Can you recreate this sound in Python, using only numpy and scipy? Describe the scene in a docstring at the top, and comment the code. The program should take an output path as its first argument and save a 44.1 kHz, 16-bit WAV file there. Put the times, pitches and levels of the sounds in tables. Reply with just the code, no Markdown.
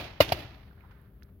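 """The tail of an earlier shot is heard first, then a paintball marker fires twice on an open field.
The marker is close to the camera: each shot sums a gliding barrel hoot, a low push of air with sagging
pitch, a burst of shaped noise for the gas and decaying sines for the ringing metal parts.
Bunkers return blurred hoots and the tree line swells the decaying noise of the field.
Gear ticks and clothes rustle in bands of noise, over a low rumble, faint hiss and distant hum."""
import sys
import numpy as np
from scipy import signal
from scipy.fft import rfft, irfft
from scipy.io import wavfile
from scipy.ndimage import uniform_filter1d

SR = 44100
rng = np.random.default_rng(int(sys.argv[2]) if len(sys.argv) > 2 else 0)


def inscribe(sig):
    """Save sig as 16-bit PCM at rate SR to the path in sys.argv[1].

    A 1-D sig is mono; a 2-D sig holds one channel per row.
    Samples are clipped to [-1, 1] before scaling.
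    """
    pcm = np.round(np.clip(np.atleast_2d(sig).T, -1, 1) * 32767)
    wavfile.write(sys.argv[1], SR, pcm.astype(np.int16))


N = 61739

# Shots close to the camera: (time [s], barrel and push level [dB], barrel pitch [Hz], blow length [s],
# gas level before halving [dB], gas decay t60 [s], metal level [dB], blowback level [dB],
# lag of the left port [s], level change of the gas treble [dB])
SHOTS = [(0.2036, -6, 598, 0.0047, -19, 0.042, -23, -24, -.00003, -2.5),
         (0.3205, -13.5, 705, 0.0027, -23, 0.038, -37, -43.5, .00015, -1.5)]
# Spectrum of the gas burst: (frequency [Hz], relative density [dB per Hz])
GAS_SPECTRUM = [(100, -17), (210, -16.5), (330, 6), (500, -3.5), (750, -8), (1100, -1), (1500, -5),
                (1800, -2.5), (2300, 1), (2800, -1), (3200, -5.5), (4000, -6), (4800, -5.5), (6200, -18.5),
                (8300, -26), (11500, -15), (14000, -10), (16000, -18)]
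# Ringing metal parts of the marker: (frequency [Hz], relative level [dB], decay t60 [s])
METAL_MODES = [(301, -6, .07), (387, -1.5, 0.022), (1010, -0.5, 0.031), (1215, -0.5, .04), (1378, 1, .055),
               (1996, -17, .2), (2127, -8, .08), (2494, -3, 0.063), (2890, 5.5, 0.046), (3485, -16, .15),
               (3630, -11, .15), (4060, 2, 0.017), (4334, -10, 0.12), (4724, -4.5, 0.053),
               (5450, -6.5, .025)]
# Near reflections from the turf and the bunker wall: (delay [s], level [dB])
NEAR_BOUNCES = [(.0021, -14.5), (.0043, -8), (.0076, -7.5)]
# Shots whose sound spreads over the field: (time [s], level [dB])
FIELD_WASHES = [(-.18, -31), (0.2027, -34.5), (.3211, -58)]
# Sound scattered over the field:
# (frequency [Hz], relative density [dB per Hz], decay t60 [s], swell from the tree line [dB])
FIELD_BANDS = [(50, 0, 1.8, -1.5), (120, 6.5, 1.8, 2), (207.6, -8.5, 0.98, 4.5), (324, 2.5, 0.82, 7),
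               (488, -5.5, 0.71, 3), (630, 0.5, 1.1, 7.5), (930, -11, 1.4, 3.5), (1620, -12, 1.3, 4.5),
               (2600, -2, .8, 4), (4540, -13, 0.95, 5.5), (6300, -17.5, 0.7, 1), (8260, -33.5, .6, 7),
               (11400, -21.5, .52, 11.5), (15500, -26.5, .5, 14.5)]
# Dull pops thrown back by bunkers: (time [s], level [dB], pitch [Hz])
BUNKER_ECHOES = [(.049, -36, 647), (.298, -31.5, 673)]
# Ticks of gear and marker parts:
# (time [s], level before panning [dB], centre [Hz], width [octaves], decay t60 [s])
GEAR_TICKS = [(0.041, -39.5, 3070, 0.42, 0.055), (0.291, -28.5, 3262, 0.38, 0.012),
              (.2938, -42, 3870, 0.25, 0.0093), (0.71, -55, 1455, 0.097, 0.054),
              (0.777, -56, 1430, 0.29, 0.033), (.806, -57, 2280, 0.21, 0.033),
              (0.835, -54.5, 930, 0.33, 0.2), (0.909, -53, 1300, 0.66, 0.1),
              (1.014, -64, 12500, 0.22, 0.018), (1.2226, -50.5, 1670, 0.45, 0.013),
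              (1.2308, -58.5, 4500, 0.3, 0.022), (1.233, -54, 12700, 0.21, 0.0086),
              (1.288, -68, 1390, 0.63, 0.068)]
# Loudness of the rustling clothes: (time [s], level before panning [dB])
RUSTLE_LOUDNESS = [(0.601, -81.5), (.8, -64), (.93, -63.5), (1.059, -65), (1.11, -74.5), (1.25, -69),
                   (1.4, -84.5)]
# Spectrum of the clothes: (frequency [Hz], relative density [dB per Hz])
RUSTLE_SPECTRUM = [(200, -14.5), (600, -7.5), (850, -4), (1150, 0), (1600, -1), (2400, -12), (4500, -21.5),
                   (7000, -42), (15000, -40.5)]
# Spectrum of the steady rumble and hiss: (frequency [Hz], relative density [dB per Hz])
FLOOR_SPECTRUM = [(18, -47.5), (33, -16), (50, 3), (100, -2), (150, -10), (280, -17.5), (420, -23),
                  (600, -26.5), (1200, -44.5), (3000, -49), (8000, -63), (11500, -44), (15500, -43.5)]
# Distant hum: (frequency [Hz], rms level [dB])
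HUM_TONES = [(199.2, -64.5), (398.4, -73.5)]
# The two microphone ports: (frequency [Hz], left minus right level [dB], likeness of the ports [0 to 1])
MIC_PORTS = [(60, 2, 1), (300, 4, 1), (650, 5, 0.6), (1100, 2, 0.42), (1500, 1, .35), (2100, -6.5, 0.17),
             (3000, -9, 0.069), (4700, -13, 0.089), (6300, -12, .1), (8500, -4, 0.27), (12000, -1.5, .5),
             (15500, -0.5, .6)]

BARREL_T60, BARREL_GLIDE_PER_S = 0.015, 2.8
BARREL_SECOND_DB, BARREL_THIRD_DB = -22, -29  # harmonics relative to the hoot
PUSH_DB, PUSH_HZ, PUSH_END_HZ, PUSH_SAG_S, PUSH_PEAK_S = -14, 153, 45, 0.013, 0.0051
GAS_RISE_S, GAS_HOLD_S, SPIT_DB, SPIT_T60 = 0.00099, 0.0036, 3, 0.0043
TREBLE_HZ = 8700  # the treble change applies above this
BLOWBACK_S, BLOWBACK_RISE_S, BLOWBACK_T60 = 0.012, 0.002, 0.06
METAL_SPREAD_S = 0.00033  # largest random delay at each port
WASH_RISE_S, TREES_S, TREES_WIDTH_S = 0.0013, 0.2, 0.045
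SCATTER_DB = 1.5  # unevenness of the field
ECHO_RISE_S, ECHO_T60, ECHO_BLUR_DB = 0.0013, 0.039, -19.5
TICK_RISE_S = 0.0014
GEAR_PAN_DB = -5  # left minus right
FLOOR_DB = -52.5
LOW_CUT_HZ, EDGE_HZ = 36, 16100
STFT = dict(nperseg=256, noverlap=192)


def amp(db):
    """Decibels to gain."""
    return 10 ** (np.asarray(db) / 20)


def unit(x):
    """Scales to an rms of one."""
    return x / np.sqrt(np.mean(x ** 2) + 1e-20)


def read(table, hz, axis=1):
    """One column of a table, joined on a log-frequency axis."""
    rows = np.array(table)
    return np.interp(np.log(hz + 1), np.log(rows[:, 0] + 1), rows[:, axis])


def age(start):
    """Seconds since start, zero before it."""
    return np.maximum(np.arange(N) / SR - start, 0)


def envelope(t, rise, hold, t60):
    """Linear attack, then exponential release once the age passes hold."""
    release = np.exp(-np.log(1000) * np.maximum(t - hold, 0) / t60)
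    return np.minimum(t / rise, 1) * release


def noise(colour):
    """Noise at both ports, partly alike in each band; colour gives dB for each frequency."""
    hz = np.fft.rfftfreq(N, 1 / SR)
    shared, differing = rfft(rng.standard_normal((2, N)))
    turn = np.arccos(np.clip(read(MIC_PORTS, hz, axis=2), -1, 1)) / 2
    left = np.cos(turn) * shared + np.sin(turn) * differing
    right = np.cos(turn) * shared - np.sin(turn) * differing
    return unit(irfft(np.array([left, right]) * amp(colour(hz)), N))


def shot(start, db, hz, blow, gas_db, gas_t60, metal_db, back_db, lag, treble_db):
    """Gas rings the barrel, pushes the air and hisses out; the bolt blows back and the metal rings."""
    t = np.array([age(start + lag / 2), age(start - lag / 2)])
    body = amp(db) * (barrel_hoot(t, hz, blow) + air_push(t))
    back = amp(back_db) * blowback(start)
    gas = gas_burst(t, blow, gas_db, gas_t60, back, treble_db)
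    return body + bounced(gas) + amp(metal_db) * metal_ring(t, blow)


def barrel_hoot(t, hz, blow):
    """The barrel's air column rises in pitch for two blow lengths, then settles at hz as it decays."""
    glide = 1 + BARREL_GLIDE_PER_S * (np.minimum(t / 2, blow) - blow)
    turn = 2 * np.pi * hz * t * glide
    second = amp(BARREL_SECOND_DB) * np.sin(2 * turn)
    third = amp(BARREL_THIRD_DB) * np.sin(3 * turn)
    return (np.sin(turn) + second - third) * envelope(t, GAS_RISE_S, blow, BARREL_T60)


def air_push(t):
    """A low pulse of displaced air whose pitch sags exponentially."""
    sag = PUSH_SAG_S * (1 - np.exp(-t / PUSH_SAG_S))
    turns = PUSH_END_HZ * t + (PUSH_HZ - PUSH_END_HZ) * sag
    swell = t / PUSH_PEAK_S * np.exp(1 - t / PUSH_PEAK_S)
    return -amp(PUSH_DB) * np.sin(2 * np.pi * turns) * swell


def blowback(start):
    """Strength of the gas let out when the bolt blows back, shortly after the shot."""
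    return envelope(age(start + BLOWBACK_S), BLOWBACK_RISE_S, 2 * BLOWBACK_RISE_S, BLOWBACK_T60)


def gas_burst(t, blow, gas_db, gas_t60, back, treble_db):
    """Escaping gas is turbulent noise: a hiss and a shorter spit, joined in power by the blowback."""
    hiss = envelope(t, GAS_RISE_S, GAS_HOLD_S, gas_t60)
    spit = amp(SPIT_DB) * envelope(t, blow, 1.5 * blow, SPIT_T60)
    strength = np.hypot(amp(gas_db) * (hiss + spit) / 2, back)
    return strength * noise(lambda f: read(GAS_SPECTRUM, f) + treble_db * (f > TREBLE_HZ))


def metal_ring(t, blow):
    """Metal parts ring as decaying sines, with a small random delay at each port."""
    ring = 0
    for hz, db, t60 in METAL_MODES:
        delay = METAL_SPREAD_S * rng.random((2, 1))
        turns = hz * (t - delay) + rng.random()
        ring = ring + amp(db) * envelope(t, blow, blow, t60) * np.sin(2 * np.pi * turns)
    return ring


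def bounced(x):
    """Adds the first reflections, which comb the spectrum."""
    total = x
    for delay, db in NEAR_BOUNCES:
        late = np.pad(x, ((0, 0), (round(abs(delay) * SR), 0)))[:, :N]
        total = total + amp(db) * late
    return total


def echo(start, db, hz):
    """The barrel's hoot comes back from a bunker as a decaying sine blurred with noise."""
    t = age(start)
    blur = amp(ECHO_BLUR_DB) * noise(lambda f: read(FIELD_BANDS, f))
    pop = np.sin(2 * np.pi * hz * t) + blur
    return amp(db) * envelope(t, ECHO_RISE_S, ECHO_RISE_S, ECHO_T60) * pop


def field():
    """Scattered sound dies away band by band; each wash swells once as the tree line answers."""
    hz, times, bands = signal.stft(noise(lambda f: read(FIELD_BANDS, f)), SR, **STFT)
    t60 = read(FIELD_BANDS, hz, axis=2)[:, None]
    swell_db = read(FIELD_BANDS, hz, axis=3)[:, None]
    power = 0
    for start, db in FIELD_WASHES:
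        t = np.maximum(times - start, 0)
        trees_db = swell_db * np.exp(-0.5 * ((t - TREES_S) / TREES_WIDTH_S) ** 2)
        power = power + (amp(db + trees_db) * envelope(t, WASH_RISE_S, 0, t60)) ** 2
    return signal.istft(bands * np.sqrt(power), SR, **STFT)[1][:, :N]


def tick(start, db, hz, octaves, t60):
    """A damped click of plastic or a buckle: a band of noise about one centre frequency."""
    def colour(f):
        widths = np.log2((f + 1) / hz) / octaves
        return -80 * np.log10(1 + widths ** 2 / 8)

    return amp(db) * envelope(age(start), TICK_RISE_S, TICK_RISE_S, t60) * noise(colour)


def rustle(grain_db=1.0):
    """Clothes rub unevenly as the player ducks: noise with a slow contour and a fine grain."""
    grain = unit(uniform_filter1d(rng.standard_normal(N), size=400))
    level_db = np.interp(age(0), *np.transpose(RUSTLE_LOUDNESS))
    return amp(level_db + grain_db * grain) * noise(lambda f: read(RUSTLE_SPECTRUM, f))


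def background():
    """Low outdoor rumble and faint hiss as steady noise, with a distant hum of sines."""
    hum = 0
    for hz, db in HUM_TONES:
        turns = hz * age(0) + rng.random()
        hum = hum + amp(db) * np.sqrt(2) * np.sin(2 * np.pi * turns)
    return amp(FLOOR_DB) * noise(lambda f: read(FLOOR_SPECTRUM, f)) + hum


def scene():
    """Shots, their uneven returns, the gear leaning to the right, and the background."""
    shots = sum(shot(*row) for row in SHOTS)
    uneven = amp(SCATTER_DB * unit(uniform_filter1d(rng.standard_normal(N), size=300)))
    returns = uneven * field() + sum(echo(*row) for row in BUNKER_ECHOES)
    gear = rustle() + sum(tick(*row) for row in GEAR_TICKS)
    pan = amp(np.array([[GEAR_PAN_DB], [-GEAR_PAN_DB]]) / 2) / np.sqrt(2)
    return shots + returns + gear * pan + background()


def record(dry):
    """The right port hears more treble, the left more bass; then a low cut, full scale and band limit."""
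    lean_db = read(MIC_PORTS, np.fft.rfftfreq(2 * N, 1 / SR))
    gains = amp(np.array([lean_db, -lean_db]) / 2)
    gains = gains / np.sqrt(np.mean(gains ** 2, 0))  # keeps the mean power of the two ports
    heard = irfft(rfft(dry, 2 * N) * gains)[:, :N]
    low_cut = signal.butter(4, LOW_CUT_HZ, "high", fs=SR, output="sos")
    heard = np.clip(signal.sosfilt(low_cut, heard), -1, 1)
    band_limit = signal.firwin(301, EDGE_HZ, window=("kaiser", 8), fs=SR)
    return signal.oaconvolve(heard, band_limit[None], "same")


dry = scene()
out = record(dry)
inscribe(out)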